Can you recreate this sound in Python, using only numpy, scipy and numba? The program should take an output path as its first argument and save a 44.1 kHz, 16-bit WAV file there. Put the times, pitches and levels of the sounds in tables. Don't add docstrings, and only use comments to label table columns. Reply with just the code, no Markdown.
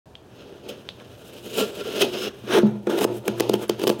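import sys
import numpy as np
from scipy import signal
from scipy.fft import rfft, irfft
from scipy.io import wavfile
from scipy.ndimage import uniform_filter1d, minimum_filter1d
from numba import njit

SR = 44100
rng = np.random.default_rng(int(sys.argv[2]) if len(sys.argv) > 2 else 0)


def digitize_waveform(pressure):
    field = np.atleast_2d(pressure).T
    bounded = np.clip(field, -1, 1)
    quanta = np.round(bounded * 32767).astype(np.int16)
    wavfile.write(sys.argv[1], SR, quanta)


N = 176400
T = np.arange(N) / SR

# pitch_hz, relative_db
ROOM_TONE = [(18, -44), (30, -21), (86, -3), (486, -9), (889, -15.5), (1250, -25), (1630, -23.5),
             (2170, -34), (2350, -27.5), (16000, -45.5)]
# time_s, level_db
HUM_LEVELS = [(0.06, -66), (0.34, -52), (0.41, -71), (1.16, -52), (1.19, -59.5), (1.66, -49), (1.74, -62),
              (2.02, -48), (2.37, -56.5), (2.45, -43), (2.59, -45), (2.66, -28.5), (2.97, -58), (3.1, -35),
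              (3.21, -39.5), (3.26, -71), (3.31, -38.5), (3.58, -33.5), (3.68, -50), (3.72, -41),
              (3.8, -39), (3.83, -63), (3.87, -32.5), (4.0, -41)]
# time_s, boot_db, rasp_db, blade_db, hiss_db
CUT_LEVELS = [(0.06, -78, -94, -114, -111), (0.11, -75, -92, -115, -111), (0.234, -65, -68, -73, -80),
              (0.41, -43.5, -56.5, -52.5, -69), (0.528, -42.5, -59, -58.5, -70), (0.62, -47, -62, -60, -72),
              (0.64, -44, -66, -55.5, -66), (0.676, -36, -51, -55, -68), (0.69, -32, -50, -39, -42),
              (0.726, -40.5, -53, -51, -64), (0.842, -55, -62.5, -63, -70), (0.86, -43.5, -55, -56, -66),
              (0.95, -50.5, -67, -61, -70), (1.01, -40, -46.5, -54.5, -65), (1.04, -49.5, -59, -57.5, -68),
              (1.25, -44.5, -59, -56, -60), (1.275, -40.5, -55, -49.5, -53.5), (1.32, -44.5, -57, -55, -61),
              (1.385, -39.5, -55, -46, -52), (1.41, -44, -53, -52, -57), (1.44, -45.5, -63, -51, -55),
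              (1.46, -33, -51, -45.5, -51), (1.52, -42.5, -54, -45, -52), (1.59, -17.5, -35, -27.5, -30),
              (1.62, -22.5, -37, -30.5, -38), (1.72, -37.5, -51.5, -49, -57.5),
              (1.79, -29.5, -44, -40, -46), (1.82, -33, -41, -38.5, -50), (1.835, -40, -48, -46, -54),
              (1.86, -29, -42, -39, -52), (1.89, -30.5, -45, -39, -50), (1.93, -31, -43, -39, -49.5),
              (2.0, -24.5, -40, -32, -42), (2.02, -13.5, -24.5, -17, -28), (2.04, -20, -40, -31.5, -46),
              (2.11, -34, -49, -43, -52), (2.14, -25, -40.5, -34.5, -45.5),
              (2.24, -32.5, -41.5, -35, -44.5), (2.27, -25.5, -39, -34.5, -48),
              (2.285, -30.5, -44, -39.5, -53), (2.3, -45, -52, -58, -68), (2.43, -46.5, -58, -55.5, -62),
              (2.48, -30.5, -39.5, -42.5, -57), (2.54, -14, -23, -26.5, -39), (2.59, -10, -23, -29.5, -40),
              (2.61, -28, -29, -39, -51), (2.64, -16, -64, -41.5, -61), (2.67, -19.5, -37, -39.5, -50),
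              (2.7, -28.5, -45, -54.5, -67), (2.85, -49.5, -72, -66, -70), (2.866, -40, -62, -62, -64),
              (2.871, -18, -29.5, -51, -57), (2.89, -30, -48, -51, -63), (2.9, -24.5, -33, -38, -43.5),
              (2.94, -21.5, -39, -41.5, -49.5), (3.05, -20.5, -31, -31.5, -30.5),
              (3.06, -32, -65, -64, -74), (3.08, -22, -52, -49, -60), (3.18, -35.5, -51, -50.5, -47.5),
              (3.23, -40.5, -66, -64, -68), (3.26, -30, -50, -49, -50), (3.295, -25.5, -42, -41.5, -55),
              (3.351, -33.5, -60, -51, -68), (3.385, -36.5, -40.5, -45, -48), (3.42, -25.5, -48, -39, -60),
              (3.428, -24, -54, -38, -52), (3.485, -27.5, -55, -43, -55), (3.55, -24.5, -37, -42, -51),
              (3.582, -31, -55, -51, -58), (3.632, -25, -36.5, -41, -42.5), (3.674, -45, -55, -57, -69),
              (3.685, -44, -52, -64, -57), (3.71, -24, -40, -37.5, -57), (3.766, -39.5, -53, -54.5, -68),
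              (3.84, -23.5, -40, -34, -38), (3.85, -21, -55, -51, -53), (3.86, -40, -58, -45, -48),
              (3.91, -19.5, -50, -35, -41), (3.978, -31, -53, -58, -67), (4.0, -28, -45, -37, -40)]
# pitch_hz, free_db, held_db, ring_s
BOOT_NOTES = [(261, -6, -11.5, 0.044), (290, -9, -14, 0.048), (355.4, -11.5, -1.5, 0.14),
              (390, -3.5, -3, 0.11), (438.5, -1, 0, 0.047), (488, -2, -3.5, 0.048),
              (571.4, -2.5, -5.5, 0.046), (659, -17, -8.5, 0.049), (765, -19, -13.5, 0.045),
              (858, -19, -10.5, 0.055), (926, -15, -16.5, 0.029), (1087, -19.5, -29, 0.068)]
FREE_BOOT = [(hz, db, ring_s) for hz, db, _, ring_s in BOOT_NOTES]
HELD_BOOT = [(hz, db, ring_s) for hz, _, db, ring_s in BOOT_NOTES]
# pitch_hz, level_db, ring_s
BENCH_NOTES = [(145.8, -3, 0.29), (204.5, -12.5, 0.53), (211.4, 2.5, 0.23)]
# time_s, pitch_hz, above_boot_db
TOE_NOTE = [(1.2, 400, -10), (1.55, 438.9, -4), (1.8, 410, -4), (1.95, 431, -4), (2.03, 400, 0.5),
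            (2.15, 360, -0.5), (2.22, 368.7, -5.5), (2.27, 420, -2), (2.55, 354.6, -7), (3.4, 351.4, -0.5),
            (4.0, 379.4, -12)]
# pitch_hz, width_hz, level_db
RASP_BANDS = [(1108, 170, -1), (1412, 104, -2), (1590, 196, -3)]
# pitch_hz, width_hz, level_db
BLADE_BANDS = [(2013, 110, -19), (2672, 620, 1.5), (3000, 590, 4.5), (3800, 1520, -3.5), (5240, 1140, -7.5),
               (6540, 810, -9)]
# pitch_hz, width_hz, level_db
HISS_BANDS = [(7800, 5100, 8), (11500, 3500, -3), (13600, 4000, -1)]
# start_s, level_db, pitch_hz, ring_s
BLADE_TICKS = [(0.1536, -26, 3230, 0.011), (.519, -47, 3000, .006), (0.8896, -11.5, 3440, 0.0032),
               (1.0005, -29.5, 3000, .003), (3.239, -44, 2491, 0.0055), (3.255, -31, 3120, .006),
               (3.388, -36, 11030, .005), (3.681, -26, 10940, 0.0062), (3.818, -29, 12500, .005)]
# start_s, end_s, start_hz, end_hz, width_hz, above_blade_db
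EDGE_SQUEAKS = [(1.564, 1.98, 1372, 1372, 30, -6), (2.13, 2.28, 1400, 1420, 70, -10),
                (2.1, 2.1, 5350, 5250, 210, -7), (2.12, 2.3, 5000, 5400, 140, -5),
                (2.5, 2.62, 5900, 5750, 300, -13), (2.504, 2.62, 9450, 9500, 290, -13),
                (1.445, 1.8, 6600, 7900, 700, -11)]
# start_s, bench_db, boot_db
BOOT_DROPS = [(2.438, -29, -39), (2.632, 4, -5)]
# crack_time_s, crack_db, boot_db, bench_db, build_up_s
LACE_SNAPS = [(2.871, -30.5, -13, -19.5, 0.0011), (2.896, -30, -15, -28, 0.0017),
              (2.989, -15, -32, -40, 0.0028), (3.010, -16, -18, -45, 0.00078),
              (3.017, -18, -9.5, -33, 0.0016), (3.031, -22, -19, -38, 0.0012),
              (3.043, -8, -17, -21, 0.0013), (3.049, -21, -2.5, -27, 0.0011),
              (3.2801, -8.5, -10, -17, 0.001), (3.3993, -12, -17.5, -43, 0.0011),
              (3.4054, -3.5, -5, -28, 0.00051), (3.496, -8, -1, -15.5, 0.0015),
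              (3.535, -15, -14.5, -39, 0.00063), (3.5397, -8, -5, -18.5, 0.00094),
              (3.6964, -7.5, -5, -20, 0.0014), (3.796, -21.5, -24, -40, .001),
              (3.817, -22, -18, -36, 0.0011), (3.838, -15.5, -9.5, -23, 0.0014),
              (3.8704, -10.5, -8.5, -19, 0.0004), (3.878, -4, -4.5, -19.5, 0.0019),
              (3.884, -14, -12, -19, 0.0014), (3.894, -9, -9, -21, 0.0013), (3.9, -6.5, 0, -29, 0.0015)]

GRIP_S = 2.4
SOFT_PUSH_S = 0.0017


def undb(db):
    return 10 ** (np.asarray(db) / 20)


def unit(x):
    return x / np.sqrt(np.mean(x ** 2))


def band(x, hz, width):
    return signal.lfilter(*signal.iirpeak(min(hz, .45 * SR), hz / width, SR), x)


def soft_bands(x, bands):
    return sum((-1) ** k * undb(db) * band(x, hz, w) for k, (hz, w, db) in enumerate(bands))


def steep_bands(x, bands):
    return sum((-1) ** k * undb(db) * band(band(x, hz, w), hz, w) for k, (hz, w, db) in enumerate(bands))


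def ring(force, notes):
    out = 0
    for hz, db, ring_s in notes:
        pole = np.exp(2j * np.pi * hz / SR - np.log(1000) / (ring_s * SR))
        out = out + undb(db) * signal.lfilter([1], [1, -pole], force).imag
    return out


def push(times, dbs, length_s):
    hits, bump = np.zeros(N), np.hanning(int(length_s * SR) + 3)
    hits[(np.asarray(times) * SR).astype(int)] = undb(dbs)
    return np.convolve(hits, bump / bump.sum())[:N]


def room_air(level_db=-49):
    hz = np.fft.rfftfreq(N, 1 / SR) + 1
    pitch_hz, db = np.array(ROOM_TONE).T
    gain = undb(np.interp(np.log(hz), np.log(pitch_hz), db))
    return unit(irfft(rfft(rng.standard_normal(N)) * gain, N)) * undb(level_db)


def bench_hum(hz=120.03, width_hz=4.2):
    note = steep_bands(rng.standard_normal(N), [(hz, width_hz, 0)])
    power = uniform_filter1d(note ** 2, size=SR // 10)
    evened = note / np.sqrt(power + np.var(note) / 8)
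    return evened * undb(np.interp(T, *np.array(HUM_LEVELS).T))


def judder(per_s, depth_db):
    hold = int(SR / per_s)
    steps = np.repeat(rng.standard_normal(N // hold + 1), hold)
    return undb(depth_db * unit(uniform_filter1d(steps, hold // 2)[:N]))


def tearing(per_s, spread_db=3):
    chance, size = rng.random(N), np.minimum(rng.exponential(size=N), 4)
    return (chance < per_s / SR) * undb(spread_db * size) * rng.choice([-1, 1], N)


def rough_note(clicks, pitch_hz, width_hz):
    shake = unit(signal.lfilter(*signal.butter(2, width_hz / 2, fs=SR), clicks))
    return shake * np.sin(2 * np.pi * np.cumsum(pitch_hz) / SR)


def hollow_boot(clicks, level_db, bench_db=-11.5):
    force = clicks * undb(level_db)
    boot = ring(force * (T < GRIP_S), FREE_BOOT) + ring(force * (T >= GRIP_S), HELD_BOOT)
    bench = undb(bench_db) * ring(force, BENCH_NOTES)
    return (boot + bench) / np.std(ring(clicks, HELD_BOOT))


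def toe_air(clicks, boot_db):
    times, hz, db = np.array(TOE_NOTE).T
    note = rough_note(clicks, np.interp(T, times, hz), width_hz=30)
    return note * undb(boot_db + np.interp(T, times, db))


def cutting():
    jerks = judder(per_s=59.45, depth_db=1.37)
    clicks = unit(tearing(per_s=9000) * jerks)
    fine_clicks = tearing(per_s=6000) * jerks * judder(per_s=90.8, depth_db=1.5)
    times, *levels = np.array(CUT_LEVELS).T
    boot_db, rasp_db, blade_db, hiss_db = (np.interp(T, times, db) for db in levels)
    boot = hollow_boot(clicks, boot_db) + toe_air(clicks, boot_db)
    rasp = unit(soft_bands(clicks, RASP_BANDS))
    blade = unit(steep_bands(clicks, BLADE_BANDS)) + edge_squeaks(clicks)
    hiss = sum(undb(db) * band(fine_clicks, hz, width) for hz, width, db in HISS_BANDS)
    hiss = unit(signal.lfilter(*signal.butter(2, 6500, "high", fs=SR), hiss))
    return boot + rasp * undb(rasp_db) + blade * undb(blade_db) + hiss * undb(hiss_db)


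def blade_ticks(rustle_s=0.023):
    out, noise = 0, rng.standard_normal(N)
    for start, db, hz, ring_s in BLADE_TICKS:
        tick = ring(push([start], [db], length_s=0.00008), [(hz, 0, ring_s)])
        age = np.maximum(T - start, 0)
        fade = (age > 0) * np.exp(-age / rustle_s)
        rustle = unit(steep_bands(noise, [(hz, 0.38 * hz, 0)]))
        out = out + tick + undb(db - 17) / 4 * fade * rustle
    return out


def edge_squeaks(clicks, fade_s=0.019):
    out = 0
    for start, end, start_hz, end_hz, width_hz, db in EDGE_SQUEAKS:
        fade = np.clip(np.minimum(T - start, end - T) / fade_s, 0, 1)
        pitch_hz = np.interp(T, [start, end], [start_hz, end_hz])
        out = out + undb(db) * fade * rough_note(clicks, pitch_hz, width_hz)
    return out


def boot_thumps():
    times, bench_db, boot_db = np.array(BOOT_DROPS).T
    bench = ring(push(times, bench_db, SOFT_PUSH_S), BENCH_NOTES)
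    return bench + ring(push(times, boot_db, SOFT_PUSH_S), HELD_BOOT)


def lace_snaps(crack_s=0.0015):
    loudness = np.zeros(N)
    for time, db, _, _, build_up_s in LACE_SNAPS:
        age = T - time
        loudness += undb(db) * np.exp(np.where(age < 0, age / build_up_s, -age / crack_s))
    crack = loudness * rng.standard_normal(N) / 2
    blade_and_leather = soft_bands(crack, BLADE_BANDS) + undb(-4.5) * soft_bands(crack, RASP_BANDS)
    times, _, boot_db, bench_db, _ = np.array(LACE_SNAPS).T
    jolt_note = (422, 2.5, 0.044)  # pitch_hz, level_db, ring_s
    boot = ring(push(times, boot_db, length_s=0.00062), [jolt_note] + HELD_BOOT)
    bench = ring(push(times, bench_db, SOFT_PUSH_S), BENCH_NOTES)
    return crack / 2 + undb(10.5) * blade_and_leather + boot / 3 + bench


def room_echo(sound, ring_s=0.35, level_db=-20):
    t = T[:SR // 2]
    noise = band(rng.standard_normal(len(t)), hz=4000, width=7200)
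    tail = noise * np.exp(-np.log(1000) * t / ring_s) * (t > .005)
    return undb(level_db) * signal.fftconvolve(sound, tail / np.sqrt(np.sum(tail ** 2)))[:N]


def scene(low_cut_hz=236):
    near = cutting() + lace_snaps() + blade_ticks() + boot_thumps()
    near = signal.sosfilt(signal.butter(4, low_cut_hz, "high", fs=SR, output="sos"), near)
    return (near + room_echo(near) + bench_hum() + room_air())[None]


@njit
def limiter_gain(allowed, step):
    gain, out = 1., np.empty(len(allowed))
    for i in range(len(allowed)):
        gain = min(allowed[i], gain + (1 - gain) * step)
        out[i] = gain
    return out


def record(dry, limit=0.5, release_s=0.092, silent_s=0.057, top_hz=16000):
    allowed = minimum_filter1d(limit / np.maximum(np.abs(dry[0]), limit), size=89)
    gain = uniform_filter1d(limiter_gain(allowed, 1 / (release_s * SR)), size=44)
    treble_cut = signal.ellip(10, .2, 80, top_hz, fs=SR, output="sos")
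    return signal.sosfilt(treble_cut, dry * gain * (T > silent_s))


dry = scene()
out = record(dry)
digitize_waveform(out)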